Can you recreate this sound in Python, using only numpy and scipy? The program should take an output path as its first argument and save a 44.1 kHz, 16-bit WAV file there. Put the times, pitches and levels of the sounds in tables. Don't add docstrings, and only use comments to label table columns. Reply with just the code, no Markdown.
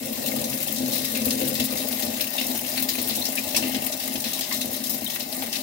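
import sys
import numpy as np
from scipy import signal
from scipy.io import wavfile

SR = 44100
rng = np.random.default_rng(int(sys.argv[2]) if len(sys.argv) > 2 else 0)


def decibels_to_gain(level_db):
    exponent = np.asarray(level_db, float) / 20
    return 10 ** exponent


def master_out(mix):
    frames = np.transpose(np.atleast_2d(mix))
    ceiling = np.clip(frames, -1, 1)
    pcm = np.round(ceiling * 32767).astype(np.int16)
    wavfile.write(sys.argv[1], SR, pcm)


N = 247842

# frequency_hz [Hz], level_db [dB per Hz]
RUMBLE_COLOUR = [(30, -27), (161, -5), (241, 3.5), (383, -6), (599, -17), (1200, -42)]
# start_s [s], level_db [dB]
CABINET_SHAKE = [(0.0, -34), (0.9, -33), (1.14, -31), (1.45, -28), (1.71, -34), (2.75, -38.5),
                 (2.96, -29.5), (3.4, -40.5), (3.79, -33.5), (3.96, -42.5), (4.08, -38), (4.5, -41.5),
                 (4.75, -33), (5.31, -42)]
# pitch_hz [Hz], width_hz [Hz], level_db [dB]
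CABINET_MODES = [(89.6, 28, -22.5), (221.6, 12.4, -7), (257.7, 11.2, -2), (328.5, 22.3, -17),
                 (437, 42, -22.5)]
# pitch_hz [Hz], width_hz [Hz], level_db [dB]
LID_MODES = [(137.2, 7.8, 0), (519, 33.5, -0.5)]
# pitch_hz [Hz], width_hz [Hz], level_db [dB]
TUB_AIR_MODES = [(589.5, 51, 5), (655, 67, -0.5), (713, 90, -2), (816, 98, -4.5)]
# start_s [s], level_db [dB], pitch_hz [Hz]
DROPS = [(2.381, -25, 3640), (2.384, -24, 2730), (3.105, -25, 4060), (3.216, -23, 4040),
         (3.254, -22.5, 5200), (3.3773, -23.5, 2555), (3.551, -24, 2550), (3.568, -36, 970),
         (3.627, -27.5, 2680), (4.243, -35, 2600), (4.514, -35, 1080), (5.063, -27, 3730),
         (5.421, -29.5, 614)]
# start_s [s], level_db [dB]
FLOW_STRENGTH = [(0.0, -32), (0.28, -27.5), (0.6, -29), (1.36, -28.5), (2.96, -28.5), (4.5, -30.5),
                 (5.62, -31.5)]
# start_s [s], level_db [dB], centre_hz [Hz],
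# top_db [dB, top-treble share], t60_s [s]
LOUD_SPLASHES = [(0.26, -18.5, 4100, -16, 0.096), (0.4396, -22, 5600, -15, 0.21),
                 (0.7594, -22.5, 5470, -7, 0.3), (0.9177, -21, 5370, -15, 0.93),
                 (1.049, -20, 5200, -35, 0.16), (1.149, -18.5, 2630, -27, 0.31),
                 (1.254, -20.5, 4160, 5, 0.068), (1.306, -12.5, 4370, -24, 0.11),
                 (1.413, -18, 3300, -6, 0.12), (1.481, -25, 9000, 6, 0.062), (1.551, -21.5, 4300, -6, 0.42),
                 (1.598, -14.5, 3580, -5, 0.13), (1.77, -21, 5000, -11, 0.4), (2.022, -19, 3900, -2, 0.15),
                 (2.207, -14, 3900, -3, 0.13), (2.38, -19, 3080, -36, 0.27),
                 (2.411, -18.5, 2900, -16, 0.17), (2.775, -16.5, 2720, -18, 0.17),
                 (2.8216, -24.5, 5300, 11, 0.089), (2.887, -15, 4160, -5, 0.25),
                 (2.984, -19, 3740, -19, 0.28), (3.095, -22, 3900, -13, 0.54), (3.152, -20, 5900, -15, 0.1),
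                 (3.253, -17.5, 4970, -25, 0.18), (3.371, -19, 2850, -11, 0.23),
                 (3.5457, -12.5, 3200, -23, 0.15), (3.563, -11, 5650, -8, 0.16),
                 (3.6232, -20.5, 2830, -25, 0.58), (3.7445, -16, 2950, -126, 0.17),
                 (3.864, -22, 4200, 8, 0.048), (3.922, -20, 6160, -12, 0.14), (3.998, -24, 3780, -6, 0.94),
                 (4.155, -18.5, 3230, -19, 0.063), (4.201, -22, 6600, -2, 0.079),
                 (4.2396, -20, 3700, -14, 0.61), (4.3314, -20.5, 5240, -1, 0.15),
                 (4.39, -24, 5500, 3, 0.094), (4.407, -18, 4200, -22, 0.29), (4.511, -19, 2010, -16, 0.14),
                 (4.523, -19.5, 5100, -2.5, 0.35), (4.613, -20, 4270, -14, 0.19),
                 (4.74, -24.5, 4600, -14, 0.4), (4.837, -23.5, 5340, 0, 0.42), (4.894, -24, 5330, 5, 0.34),
                 (5.099, -21.5, 4420, -5, 0.24), (5.159, -21, 1960, -18, 0.14),
                 (5.203, -21, 4270, -24, 0.22), (5.325, -25, 4200, 0, 0.12), (5.421, -18.5, 2300, -9, 0.13),
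                 (5.527, -15.5, 3970, -37, 0.23), (5.554, -17, 4100, -18.5, 0.16)]
# frequency_hz [Hz], level_db [dB per Hz]
SPRAY_COLOUR = [(900, -6), (1120, -12.5), (1200, -26), (1340, -16.5), (2070, -7), (2420, -13.5),
                (2690, -8.5), (3260, -10), (3910, -4), (7770, -8.5), (15100, -1), (16000, -1.5)]
# pitch_hz [Hz], width_hz [Hz], gain_db [dB]
TUB_WALL_MODES = [(1218, 20, 13.5), (1867, 13, 9.6), (2113, 18, 6.2), (2675, 34, 7.5), (3900, 21, 5.9),
                  (5160, 165, 3.8)]
# frequency_hz [Hz], likeness [left-right, -1 to 1]
STEREO_LIKENESS = [(100, 0.86), (300, 1), (450, 0.97), (700, 0.28), (1250, 0.45), (2000, 0.052),
                   (4500, 0.059)]
# [dB, left over right]
LEFT_OVER_RIGHT = [(60, 1.5), (550, 5), (1170, 1.5), (2700, 9.5), (4200, 3), (6600, 0.2), (10500, 2)]
# pitch_hz [Hz], width_hz [Hz]
RIGHT_TURNS = [(572, 30), (915, 71), (1350, 180)]
# pitch_hz [Hz], width_hz [Hz], gain_db [dB]
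RIGHT_DIPS = [(4700, 1500, -23)]

LUMP_DB, LUMPS_HZ = 2.5, 5
THUMP_DB, THUMP_T60_S = 0, 0.49
PLOP_DB, PLOP_T60_S = 6.5, 0.058
HEAVY_HZ = 3500
LID_NEAR_DB, LID_FAR_DB = -8, -13.5
DRAW_BACK_S, DRAW_BACK_SPAN_S = 2.04, 0.21
GURGLE_DB, GURGLE_FAR_DB = -42, 0.5
GURGLE_FOLLOWS = 1
FAR_PITCH_RATIO, FAR_STEP_DB = 1.019, 0.9
BUBBLES, BUBBLE_GAP_S = 5, 0.006
BUBBLE_LOSS_DB, BUBBLE_SPREAD = 2.5, 0.1
PLIP_RISE_S, PLIP_T60_S = 0.00038, 0.034
PLIP_GLIDE_PER_S = 1
RING_DB = -24.5
RAGGED_DB, SPIT_DB, SPITS_HZ = 2, 1.5, 90
RIGHT_LAG_SAMPLES, RIGHT_TOP_HZ = 7, 13540
CUTOFF_HZ = 15800


def in_time(rows):
    s, *columns = np.transpose(rows)
    return [np.interp(np.arange(N) / SR, s, column) for column in columns]


def at_hz(points, hz):
    frequency_hz, value = np.array(points).T
    return np.interp(np.log(hz), np.log(frequency_hz), value)


def rms_one(x):
    return x / np.sqrt(np.mean(x ** 2) + 1e-20)


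def drift(rate_hz):
    r = np.exp(-80 * np.pi * rate_hz / SR)
    white = rng.standard_normal(N // 40 + 2002)
    slow = signal.lfilter([1], [1, -2 * r, r * r], white)[2000:]
    return np.interp(np.arange(N) / 40, np.arange(len(slow)), rms_one(slow))


def resonance(x, hz, width_hz):
    r = np.exp(-np.pi * width_hz / SR)
    poles = [1, -2 * r * np.cos(2 * np.pi * hz / SR), r * r]
    return signal.lfilter([(1 - r * r) / 2, 0, (r * r - 1) / 2], poles, x)


def stereo(pair, hz):
    alike = np.clip(at_hz(STEREO_LIKENESS, hz), -1, 1)
    lead_db = at_hz(LEFT_OVER_RIGHT, hz)
    middle = np.sqrt(1 + alike) * pair[0]
    side = np.sqrt(1 - alike) * pair[1] * [[1], [-1]]
    return (middle + side) * decibels_to_gain(np.array([[lead_db / 2], [-lead_db / 2]]))


def bands(low_hz, high_hz, count, grain_db):
    edges = np.geomspace(low_hz, high_hz, count + 1)
    white = rng.standard_normal((2, 2, N)) * decibels_to_gain(grain_db * rng.standard_normal((2, 2, N)))
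    for k, (low, high) in enumerate(zip(edges, edges[1:])):
        hz = np.sqrt(low * high)
        band_pass = signal.butter(2, [low, high], "band", fs=SR, output="sos")
        yield hz, stereo(signal.sosfilt(band_pass, rms_one(white[k % 2])), hz)


def rumble():
    layers = (decibels_to_gain(at_hz(RUMBLE_COLOUR, hz)) * noise
              for hz, noise in bands(24.4, 1120, count=16, grain_db=2))
    return decibels_to_gain(-44) * rms_one(sum(layers))


def slugs(per_s, scatter_db):
    struck = rng.random((2, N)) < per_s / SR
    weight = decibels_to_gain(scatter_db * rng.exponential(1, (2, N)))
    return rms_one(struck * weight * rng.choice([-1, 1], (2, N))) + 1e-18


def jolts(lift_db, t60_s):
    s, _, centre_hz = np.transpose(LOUD_SPLASHES)[:3]
    hits = np.zeros(N)
    hits[(s * SR).astype(int)] = decibels_to_gain(lift_db) ** 2 / (1 + (centre_hz / HEAVY_HZ) ** 2)
    fall = decibels_to_gain(-120 / (t60_s * SR))
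    return 10 * np.log10(1 + signal.lfilter([1], [1, -fall], hits + 1e-18))


def shaken(modes, level_db, push):
    rings = 0
    for k, (hz, width_hz, db) in enumerate(modes):
        ring = resonance(resonance(push, hz, 2.93 * width_hz), hz, width_hz)
        rings = rings + (-1) ** k * decibels_to_gain(db) * stereo(ring, hz)
    return rings / np.std(rings.mean(axis=0)) * decibels_to_gain(level_db)


def cabinet_boom(push, boom_db):
    return shaken(CABINET_MODES, boom_db, push)


def lid_murmur(push, boom_db, away):
    return shaken(LID_MODES, boom_db + LID_NEAR_DB + (LID_FAR_DB - LID_NEAR_DB) * away, push)


def tub_gurgle(push, gurgle_db, away):
    far_modes = [(hz * FAR_PITCH_RATIO, width_hz, db + FAR_STEP_DB * k)
                 for k, (hz, width_hz, db) in enumerate(TUB_AIR_MODES)]
    near = shaken(TUB_AIR_MODES, gurgle_db, push)
    far = shaken(far_modes, gurgle_db + GURGLE_FAR_DB, push)
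    return (1 - away) * near + away * far


def plips():
    out, t = np.zeros((2, N)), np.arange(SR // 10) / SR
    shape = decibels_to_gain(-60 * t / PLIP_T60_S) * (1 - np.exp(-t / PLIP_RISE_S))
    shape = shape / shape.max()
    climb = t + .5 * PLIP_GLIDE_PER_S * t ** 2
    for (s, db, hz), chance in zip(DROPS, rng.standard_normal((len(DROPS), BUBBLES, 4))):
        for k, (late, stray, *turns) in enumerate(chance):
            at = int((s + BUBBLE_GAP_S * k * (1 + .25 * late)) * SR)
            pitch_hz = hz * (1 + BUBBLE_SPREAD * stray * min(k, 1))
            tone = np.sin(2 * np.pi * (pitch_hz * climb + np.c_[turns]))
            out[:, at:at + len(t)] += decibels_to_gain(db - BUBBLE_LOSS_DB * k) * stereo(tone * shape, hz)
    return out


def burst(t60_s, rise_s):
    t = np.arange(int(SR * np.clip(t60_s, .02, .5))) / SR
    crack = 0.72 * np.exp(-t / 0.0043)
    return (decibels_to_gain(-60 * t / t60_s) + crack) * (1 - np.exp(-t / rise_s))


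def loud_splashes():
    s, peak_db, centre_hz, top_db, t60_s = np.transpose(LOUD_SPLASHES)
    return np.column_stack([s, peak_db, centre_hz, np.full_like(s, RING_DB), top_db, t60_s])


def small_splashes(hiss_db, per_s, over_db):
    when, pitch, ring, top, fall = rng.random((5, round(per_s * N / SR)))
    peak_db = hiss_db[(when * N).astype(int)] + over_db
    return np.column_stack([when * N / SR, peak_db, 2100 * 2 ** (2.94 * pitch), -30 + 19.3 * ring,
                            -15 + 24.7 * top, 0.021 + 0.063 * fall])


def trapped_air(starts, shapes, centre_hz, level_db, ring_share):
    out, white = np.zeros((2, N)), rng.standard_normal((2, N))
    for at, shape, hz, db in zip(starts, shapes, centre_hz, level_db):
        width_hz = ring_share * hz
        puff = white[:, at:at + len(shape)] * shape[:N - at]
        ring = stereo(resonance(puff, hz, width_hz), hz)
        out[:, at:at + len(shape)] += decibels_to_gain(db) * ring * np.sqrt(SR / (np.pi * width_hz))
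    return out


def tub_wall(water):
    return water + sum((decibels_to_gain(db) - 1) * resonance(water, hz, width_hz)
                       for hz, width_hz, db in TUB_WALL_MODES)


def spray(hiss_db, surge, splash_db, octaves, broad_db, patchy_db, ring_share):
    rows = np.vstack([loud_splashes(), small_splashes(hiss_db, per_s=95, over_db=1.5)])
    s, peak_db, centre_hz, ring_db, top_db, t60_s = rows.T
    shapes = [burst(fall, rise_s=0.0013) for fall in t60_s]
    starts = (s * SR).astype(int)
    out = 0
    for hz, noise in bands(948, 17170, count=24, grain_db=4.5):
        hiss = decibels_to_gain(2 * (hiss_db + patchy_db * (.5 * surge + drift(14.7))))
        centred = np.exp(-.5 * (np.log2(hz / centre_hz) / octaves) ** 2)
        centred *= decibels_to_gain(2 * RAGGED_DB * rng.standard_normal(len(rows)))
        top = decibels_to_gain(2 * top_db) / (1 + (9500 / hz) ** 6)
        top *= decibels_to_gain(3.4 * rng.standard_normal(len(rows)))
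        shares = decibels_to_gain(2 * peak_db) * (decibels_to_gain(2 * splash_db) * centred + decibels_to_gain(2 * broad_db) + top)
        splashed = np.zeros(N)
        for at, shape, share in zip(starts, shapes, shares):
            splashed[at:at + len(shape)] += share * shape[:N - at] ** 2
        spits = rms_one(decibels_to_gain(SPIT_DB * drift(SPITS_HZ))) ** 2
        out = out + decibels_to_gain(at_hz(SPRAY_COLOUR, hz)) * np.sqrt(hiss + splashed * spits) * noise
    out = out + trapped_air(starts, shapes, centre_hz, peak_db + ring_db, ring_share)
    return decibels_to_gain(1.5) * tub_wall(out)


def scene():
    hiss_db, = in_time(FLOW_STRENGTH)
    shake_db, = in_time(CABINET_SHAKE)
    surge = drift(19.0)
    lumps_db = LUMP_DB * drift(LUMPS_HZ)
    boom_db = shake_db + lumps_db + 0.68 * surge + jolts(THUMP_DB, THUMP_T60_S)
    flow_swing_db = GURGLE_FOLLOWS * (hiss_db - hiss_db.mean())
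    gurgle_db = GURGLE_DB + .5 * lumps_db + flow_swing_db + 0.42 * surge + jolts(PLOP_DB, PLOP_T60_S)
    away = 1 / (1 + np.exp((DRAW_BACK_S - np.arange(N) / SR) / DRAW_BACK_SPAN_S))
    push = slugs(per_s=250.0, scatter_db=2.5)
    body = cabinet_boom(push, boom_db) + lid_murmur(push, boom_db, away)
    gurgle = tub_gurgle(push, gurgle_db, away)
    water = spray(hiss_db, surge, splash_db=0.12, octaves=0.57, broad_db=-13.0,
                  patchy_db=2.0, ring_share=0.11)
    return rumble() + body + gurgle + plips() + water


def top_cut(x):
    return signal.sosfilt(signal.butter(12, 16800, fs=SR, output="sos"), x)


def record(dry):
    left, right = dry
    right = np.concatenate([np.zeros(RIGHT_LAG_SAMPLES), right[:-RIGHT_LAG_SAMPLES]])
    for hz, width_hz in RIGHT_TURNS:
        right = right - 2 * resonance(right, hz, width_hz)
    for hz, width_hz, db in RIGHT_DIPS:
        right = right + (decibels_to_gain(db) - 1) * resonance(right, hz, width_hz)
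    right = signal.sosfilt(signal.cheby2(3, 22.0, RIGHT_TOP_HZ, fs=SR, output="sos"), right)
    steep_cut = signal.ellip(14, .5, 65, CUTOFF_HZ, fs=SR, output="sos")
    mix = signal.sosfilt(steep_cut, [left, right])
    return top_cut(mix)


dry = scene()
out = record(dry)
master_out(out)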